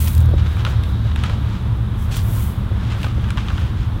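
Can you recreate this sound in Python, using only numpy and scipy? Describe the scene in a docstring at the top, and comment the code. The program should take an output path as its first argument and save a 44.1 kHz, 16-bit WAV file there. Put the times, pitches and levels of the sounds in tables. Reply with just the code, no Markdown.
"""First comes a fine, bright shower: a handful of grass seed pattering onto bare soil in a back yard.
Traffic rumbles throughout, and one engine drone swells at the start and fades. A hand digs in a
plastic bag, whose small creases rustle and large ones snap, while boots scuff and bump the ground.
A second, softer handful lands at about 2.4 seconds, and then the bag rustles again."""
import sys
import numpy as np
from scipy import signal
from scipy.fft import rfft, irfft
from scipy.io import wavfile

SR = 44100
rng = np.random.default_rng(int(sys.argv[2]) if len(sys.argv) > 2 else 0)


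def int16_out(signal):
    """Quantize to a 16-bit WAV file."""
    q = np.round(np.clip(np.atleast_2d(signal).T, -1, 1) * 32767)
    wavfile.write(sys.argv[1], SR, q.astype(np.int16))


N = 176400
T = np.arange(N) / SR


def from_db(db):
    """Turn decibels into a factor to multiply by."""
    return 10 ** (np.asarray(db) / 20)


def rms_one(x):
    """Scale a signal so that its average strength (rms) is 1."""
    return x / np.sqrt(np.mean(x ** 2) + 1e-20)


def coloured(x, colour):
    """Shape the lows and highs, at strength 1. Each colour row: frequency in Hz, relative level in dB."""
    hz, db = np.transpose(colour)
    freqs = np.maximum(np.arange(N // 2 + 1) * SR / N, 1)
    gain = from_db(np.interp(np.log(freqs), np.log(hz), db))
    return rms_one(irfft(rfft(x) * gain, N))


def noise(colour):
    """Steady noise with the given tone colour."""
    return coloured(rng.standard_normal(N), colour)


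def drift(rate_hz):
    """A random wobble of strength 1, mostly slower than rate_hz."""
    freqs = np.arange(N // 2 + 1) * SR / N
    return rms_one(irfft(rfft(rng.standard_normal(N)) / (1 + (freqs / rate_hz) ** 2), N))


def band(x, low_hz, high_hz):
    """Keep the part of a sound between two frequencies."""
    sos = signal.butter(2, [low_hz, min(high_hz, SR * .45)], "band", fs=SR, output="sos")
    return signal.sosfilt(sos, x)


def add(out, start_s, sound):
    """Mix a sound into out at the given time."""
    i = max(int(start_s * SR), 0)
    out[i:i + len(sound)] += sound[:N - i]


def grains(per_s, spread_db, colour):
    """Tiny random impacts of uneven size, with the given tone colour."""
    sizes = from_db(spread_db * np.minimum(rng.exponential(1, N), 5)) * rng.choice([-1, 1], N)
    hits = rng.random(N) < per_s / SR
    return coloured(sizes * hits, colour)


def swells(rows):
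    """A loudness curve made of smooth, bell-shaped humps."""
    power = np.zeros(N)
    for peak_s, db, rise_s, fall_s in rows:
        width_s = np.where(T < peak_s, rise_s, fall_s)
        power += from_db(db) ** 2 * np.exp(-.5 * ((T - peak_s) / width_s) ** 2)
    return np.sqrt(power)


def seed_showers():
    """Each handful hits the soil as a dense cloud of tiny impacts, with some stragglers."""
    # Each row: loudest moment in seconds, level in dB, rise and fall in seconds.
    handfuls = [(0.0, -28, .1, 0.071), (2.395, -35, .085, 0.061)]
    # Each row: frequency in Hz, relative level of the patter in dB.
    colour = [(900, -34), (2000, -1), (3400, -1.5), (5000, -6.5), (8000, -2), (10500, 0), (13000, 1.5),
              (16000, 3.5)]
    cloud = swells(handfuls) * grains(per_s=33000, spread_db=4, colour=colour)
    # Stragglers are quieter and spread over a longer time.
    stragglers = [(s, db - 15, rise * 1.7, fall * 1.7) for s, db, rise, fall in handfuls]
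    return cloud + swells(stragglers) * grains(per_s=2500, spread_db=3, colour=colour)


def traffic():
    """Traffic blends into one deep, steady rumble."""
    # Each row: frequency in Hz, relative level in dB.
    colour = [(15, -30), (30, -14), (40, -5.5), (52, -2.5), (70, 0.5), (90, -3), (115, 2), (132, -10),
              (150, -13), (195, -12.5), (250, -22), (330, -25.5), (450, -39), (800, -64.5)]
    return from_db(-18.5) * noise(colour)


def engine():
    """A distant engine hums with three low tones that swell, then sink into the rumble."""
    # Each row: time in seconds, pitch in Hz, overall level in dB.
    drone = [(0, 78.75, -10.5), (.1, 79.9, -12.5), (.21, 81.07, -5), (0.259, 80.74, -7), (.34, 79.77, -10),
             (.43, 79.94, -14.5), (.8, 72.87, -16.5), (4, 76, -57)]
    # Each row: multiple of the pitch, relative level of that tone in dB.
    tones = [(1, -4.5), (1.5, -11.5), (2, -32.5)]
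    times, hz, db = np.transpose(drone)
    pitch_hz = np.interp(T, times, hz) * (1 + 0.011 * drift(5.1))
    phase = 2 * np.pi * np.cumsum(pitch_hz) / SR
    hum = sum(from_db(tone_db) * np.sin(k * phase + 2 * np.pi * rng.random()) for k, tone_db in tones)
    return from_db(np.interp(T, times, db)) * np.sqrt(2) * hum


def outdoor_air():
    """The open air is a soft rush that wavers a little."""
    # Each row: frequency in Hz, relative level in dB.
    colour = [(200, -12.5), (450, 2), (700, -1), (1000, 2), (1350, -0.4), (1650, -4), (2000, -8.5),
              (2700, -10.5), (3500, -8), (4050, -15.5), (4500, -20), (7000, -30), (11000, -30),
              (16000, -39)]
    level_db = -39 + 1.03 * drift(4.7)
    return from_db(level_db) * noise(colour)


def whistle(hz, width_hz):
    """Noise passed twice through a narrow filter becomes a breathy whistle."""
    b, a = signal.iirpeak(hz, hz / width_hz, fs=SR)
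    return rms_one(signal.lfilter(b, a, signal.lfilter(b, a, rng.standard_normal(N))))


def far_hiss():
    """A far hiss with two faint whistles in it drops back before the second handful."""
    # Each row: time in seconds, level of the hiss in dB.
    levels = [(0, -44.5), (.45, -44), (.9, -42.5), (1.4, -45.5), (1.8, -53.5), (4, -51)]
    # Each row: frequency in Hz, relative level in dB.
    colour = [(300, 9), (700, -4.5), (1100, 0), (1450, 2), (1900, -5.5), (2800, -9), (3400, 2.5),
              (3900, -0.5), (4150, -4), (5000, -11.5), (6500, -19), (9000, -27)]
    # Each row: pitch in Hz, width in Hz, level in dB compared with the hiss.
    whistles = [(1618, 49, -11), (3810, 110, -9.5)]
    hiss = noise(colour) + sum(from_db(db) * whistle(hz, width) for hz, width, db in whistles)
    return from_db(np.interp(T, *np.transpose(levels))) * hiss


def stray_seeds():
    """Single seeds tick on something hard close by."""
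    # Each row: start in seconds, peak level in dB.
    ticks = [(.046, -21.5), (0.075, -19), (0.082, -15.5), (0.133, -25), (.151, -18), (0.179, -21),
             (0.182, -27), (.205, -25), (.213, -27), (.226, -32), (.259, -29.5), (.293, -34)]
    decay_s = 0.00063
    out, t = np.zeros(N), T[:SR // 100]
    for start_s, db in ticks:
        tick = band(rng.standard_normal(len(t)) * np.exp(-t / decay_s), 1500, 16000)
        add(out, start_s, from_db(db) * tick / np.abs(tick).max())
    return out


def bag_rustle():
    """Many small creases give way as the plastic is handled and the hand sweeps out."""
    # Each row of both: loudest moment in seconds, level in dB, rise and fall in seconds.
    rustles = [(.077, -33.5, 0.0029, 0.0046), (.382, -35.5, 0.0025, 0.0046), (.396, -37.5, 0.0054, 0.0059),
               (.463, -35, 0.0028, 0.0073), (.5, -44, 0.071, .05), (.595, -37.5, 0.0085, 0.02),
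               (.68, -36, 0.013, .035), (1.07, -43, 0.018, 0.028), (1.19, -38, 0.016, .025),
               (1.258, -34, 0.013, .014), (1.3, -38.5, .025, 0.039), (1.53, -41.5, 0.039, 0.045),
               (2.86, -40.5, 0.035, 0.053), (2.922, -32.5, 0.011, 0.0081), (2.947, -38.5, .003, .006),
               (3.035, -38, .04, 0.046), (3.29, -44, 0.095, 0.051), (3.395, -35.5, 0.014, 0.016),
               (3.495, -38.5, 0.04, 0.021), (3.6, -38.5, 0.051, 0.055), (3.815, -42, 0.034, 0.03)]
    sweeps = [(2.122, -33.5, 0.0058, 0.013), (2.162, -32.5, 0.014, 0.025)]
    # Each row of both: frequency in Hz, relative level in dB.
    rustle_colour = [(350, -20), (800, 6), (1300, 9), (2000, 5), (3200, 6), (4500, -2.5), (7000, -9.5),
                     (11000, -23.5), (16000, -33)]
    sweep_colour = [(500, -11), (1100, -0.5), (2200, -1.5), (3300, 2.5), (5000, -3.5), (8000, -8.5),
                    (12000, -16), (16000, -21)]
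    rustle = swells(rustles) * grains(per_s=2500, spread_db=1, colour=rustle_colour)
    sweep = swells(sweeps) * grains(per_s=3100, spread_db=0, colour=sweep_colour)
    flicker_db = 0.14 * drift(70)
    return (rustle + sweep) * from_db(flicker_db)


def fence_echoes(sound):
    """Wall and fence send back a few dull copies of a sound."""
    # Each row: delay in seconds, relative level in dB.
    echoes = [(.013, -18), (.029, -31.5), (.047, -27)]
    out, dull = np.zeros(N), band(sound, 320, 5200)
    for delay_s, db in echoes:
        add(out, delay_s, from_db(db) * dull)
    return out


def boot_scuffs():
    """Crumbs of soil give way under a shifting sole."""
    # Each row: loudest moment in seconds, level in dB, rise and fall in seconds.
    scuffs = [(.225, -33, 0.022, 0.022), (.3, -35, 0.017, 0.029), (.465, -39.5, 0.0063, .008),
              (.655, -29.5, 0.003, 0.017), (1.06, -33, 0.007, .008), (1.28, -29.5, 0.021, 0.033),
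              (1.375, -34, .01, .01), (3.05, -31, 0.009, 0.018), (3.625, -29, 0.0074, 0.015)]
    # Each row: frequency in Hz, relative level in dB.
    colour = [(120, 12), (300, -5), (550, 4), (800, -7.5), (1250, -9), (2000, -30), (5000, -32),
              (12000, -48)]
    return swells(scuffs) * grains(per_s=900, spread_db=5, colour=colour)


def boot_bumps():
    """A boot knocks softly on the soil, setting off a few low tones that die quickly."""
    # Each row: start in seconds, overall level in dB.
    bumps = [(0.3358, -14.5), (1.376, -28), (2.713, -24), (3.179, -23.5)]
    # Each row: base pitch in Hz, relative level in dB, seconds to fade by 60 dB.
    tones = [(227, -6.5, .04), (338, -4.5, 0.064), (422, -1.5, 0.021), (544, 0, 0.022), (744, -8.5, 0.018),
             (1070, -16, .012)]
    out, t = np.zeros(N), T[:SR // 8]
    for start_s, db in bumps:
        tuning = rng.uniform(1.0, 1.05)
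        for k, (hz, tone_db, fade_s) in enumerate(tones):
            tone = (-1) ** k * np.sin(2 * np.pi * hz * tuning * t)  # every other tone is flipped
            add(out, start_s, from_db(db + tone_db - 60 * t / fade_s) * tone)
    return out


def seed_slides():
    """Seed rubs over seed as it shifts in the bag or slips out of the fingers."""
    # Each row: loudest moment in seconds, level in dB, rise and fall in seconds.
    slides = [(.53, -53.5, 0.038, .06), (.70, -50, .02, .016), (.885, -52.5, .02, .025),
              (2.035, -47, 0.031, 0.018), (2.169, -34, 0.0065, .007), (2.19, -46, 0.039, 0.014),
              (3.04, -49, 0.032, 0.022), (3.6, -56, .05, .04)]
    # Each row: frequency in Hz, relative level in dB.
    colour = [(900, -22), (2000, -11), (3400, -7), (6000, -2.5), (9000, 0), (12500, -1.5), (16000, -0.5)]
    return swells(slides) * grains(per_s=7000, spread_db=3, colour=colour)


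def bag_snaps():
    """A large crease buckles: a click, a very short crack, then the plastic shivers."""
    # Each row: start in seconds, overall level in dB, then dB added to the low, middle and top band.
    snaps = [(0.568, -23, -8.5, -22, -24), (0.65, -9.5, -14.5, -13, -30), (0.665, -15, -6.5, -15, -35),
             (0.836, -19, -23, -14.5, -22.5), (1.115, -26, -7, -13, -33), (1.16, -15.5, -14, -14, -23),
             (1.237, -12, -10.5, -15, -23), (1.24, -20, -9, -11, -34), (1.297, -17, -11, -17, -28),
             (3.031, -18, -22, -8.5, -20), (3.044, -14.5, -10, -14.5, -31), (3.065, -18.5, -10, -19, -31),
             (3.242, -24.5, -12, -11.5, -29), (3.287, -24, -15, -17, -29),
             (3.305, -13.5, -12.5, -16.5, -21.5), (3.373, -16, -9.5, -17, -28), (3.38, -17, -7, -12, -35),
             (3.484, -16.5, -12, -11.5, -43), (3.502, -22.5, -3.5, -19, -35), (3.58, -18.5, -9.5, -15, -33)]
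    # The bands the plastic rings in. Each row: low and high edge in Hz, gain in dB, decay in seconds.
    bands = [(900, 1620, 1, 0.0037), (2250, 3650, 4.5, 0.0019), (4500, 11000, 2.5, 0.0012)]
    out, t = np.zeros(N), T[:SR // 10]
    click = from_db(8) * (t == 0)
    shiver = from_db(-17.5) * np.exp(-t / 0.018)
    for start_s, db, *band_levels in snaps:
        for (low_hz, high_hz, gain_db, decay_s), band_db in zip(bands, band_levels):
            fade = np.exp(-t / decay_s) + shiver
            crack = band(rng.standard_normal(len(t)) * fade + click, low_hz, high_hz)
            crack *= np.sqrt(np.sum(fade ** 2) / np.sum(crack ** 2))  # as much energy as the fade curve
            add(out, start_s, from_db(db + band_db + gain_db) * crack)
    return out


def scene():
    """Mix the sower, the seed and the yard into one channel; only the bag and boots echo."""
    sower = bag_rustle() + bag_snaps() + boot_bumps() + boot_scuffs()
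    seed = seed_showers() + seed_slides() + stray_seeds()
    yard = outdoor_air() + far_hiss() + traffic() + engine()
    return (sower + fence_echoes(sower) + seed + yard)[None]


def record(dry):
    """Fade both ends so they do not click, and cut off the very highest treble."""
    fade_s, cutoff_hz = .003, 15800
    fade = np.minimum(np.minimum(T, T[::-1]) / fade_s, 1)
    return signal.sosfilt(signal.ellip(12, .1, 90, cutoff_hz, fs=SR, output="sos"), dry * fade)


dry = scene()
out = record(dry)
int16_out(out)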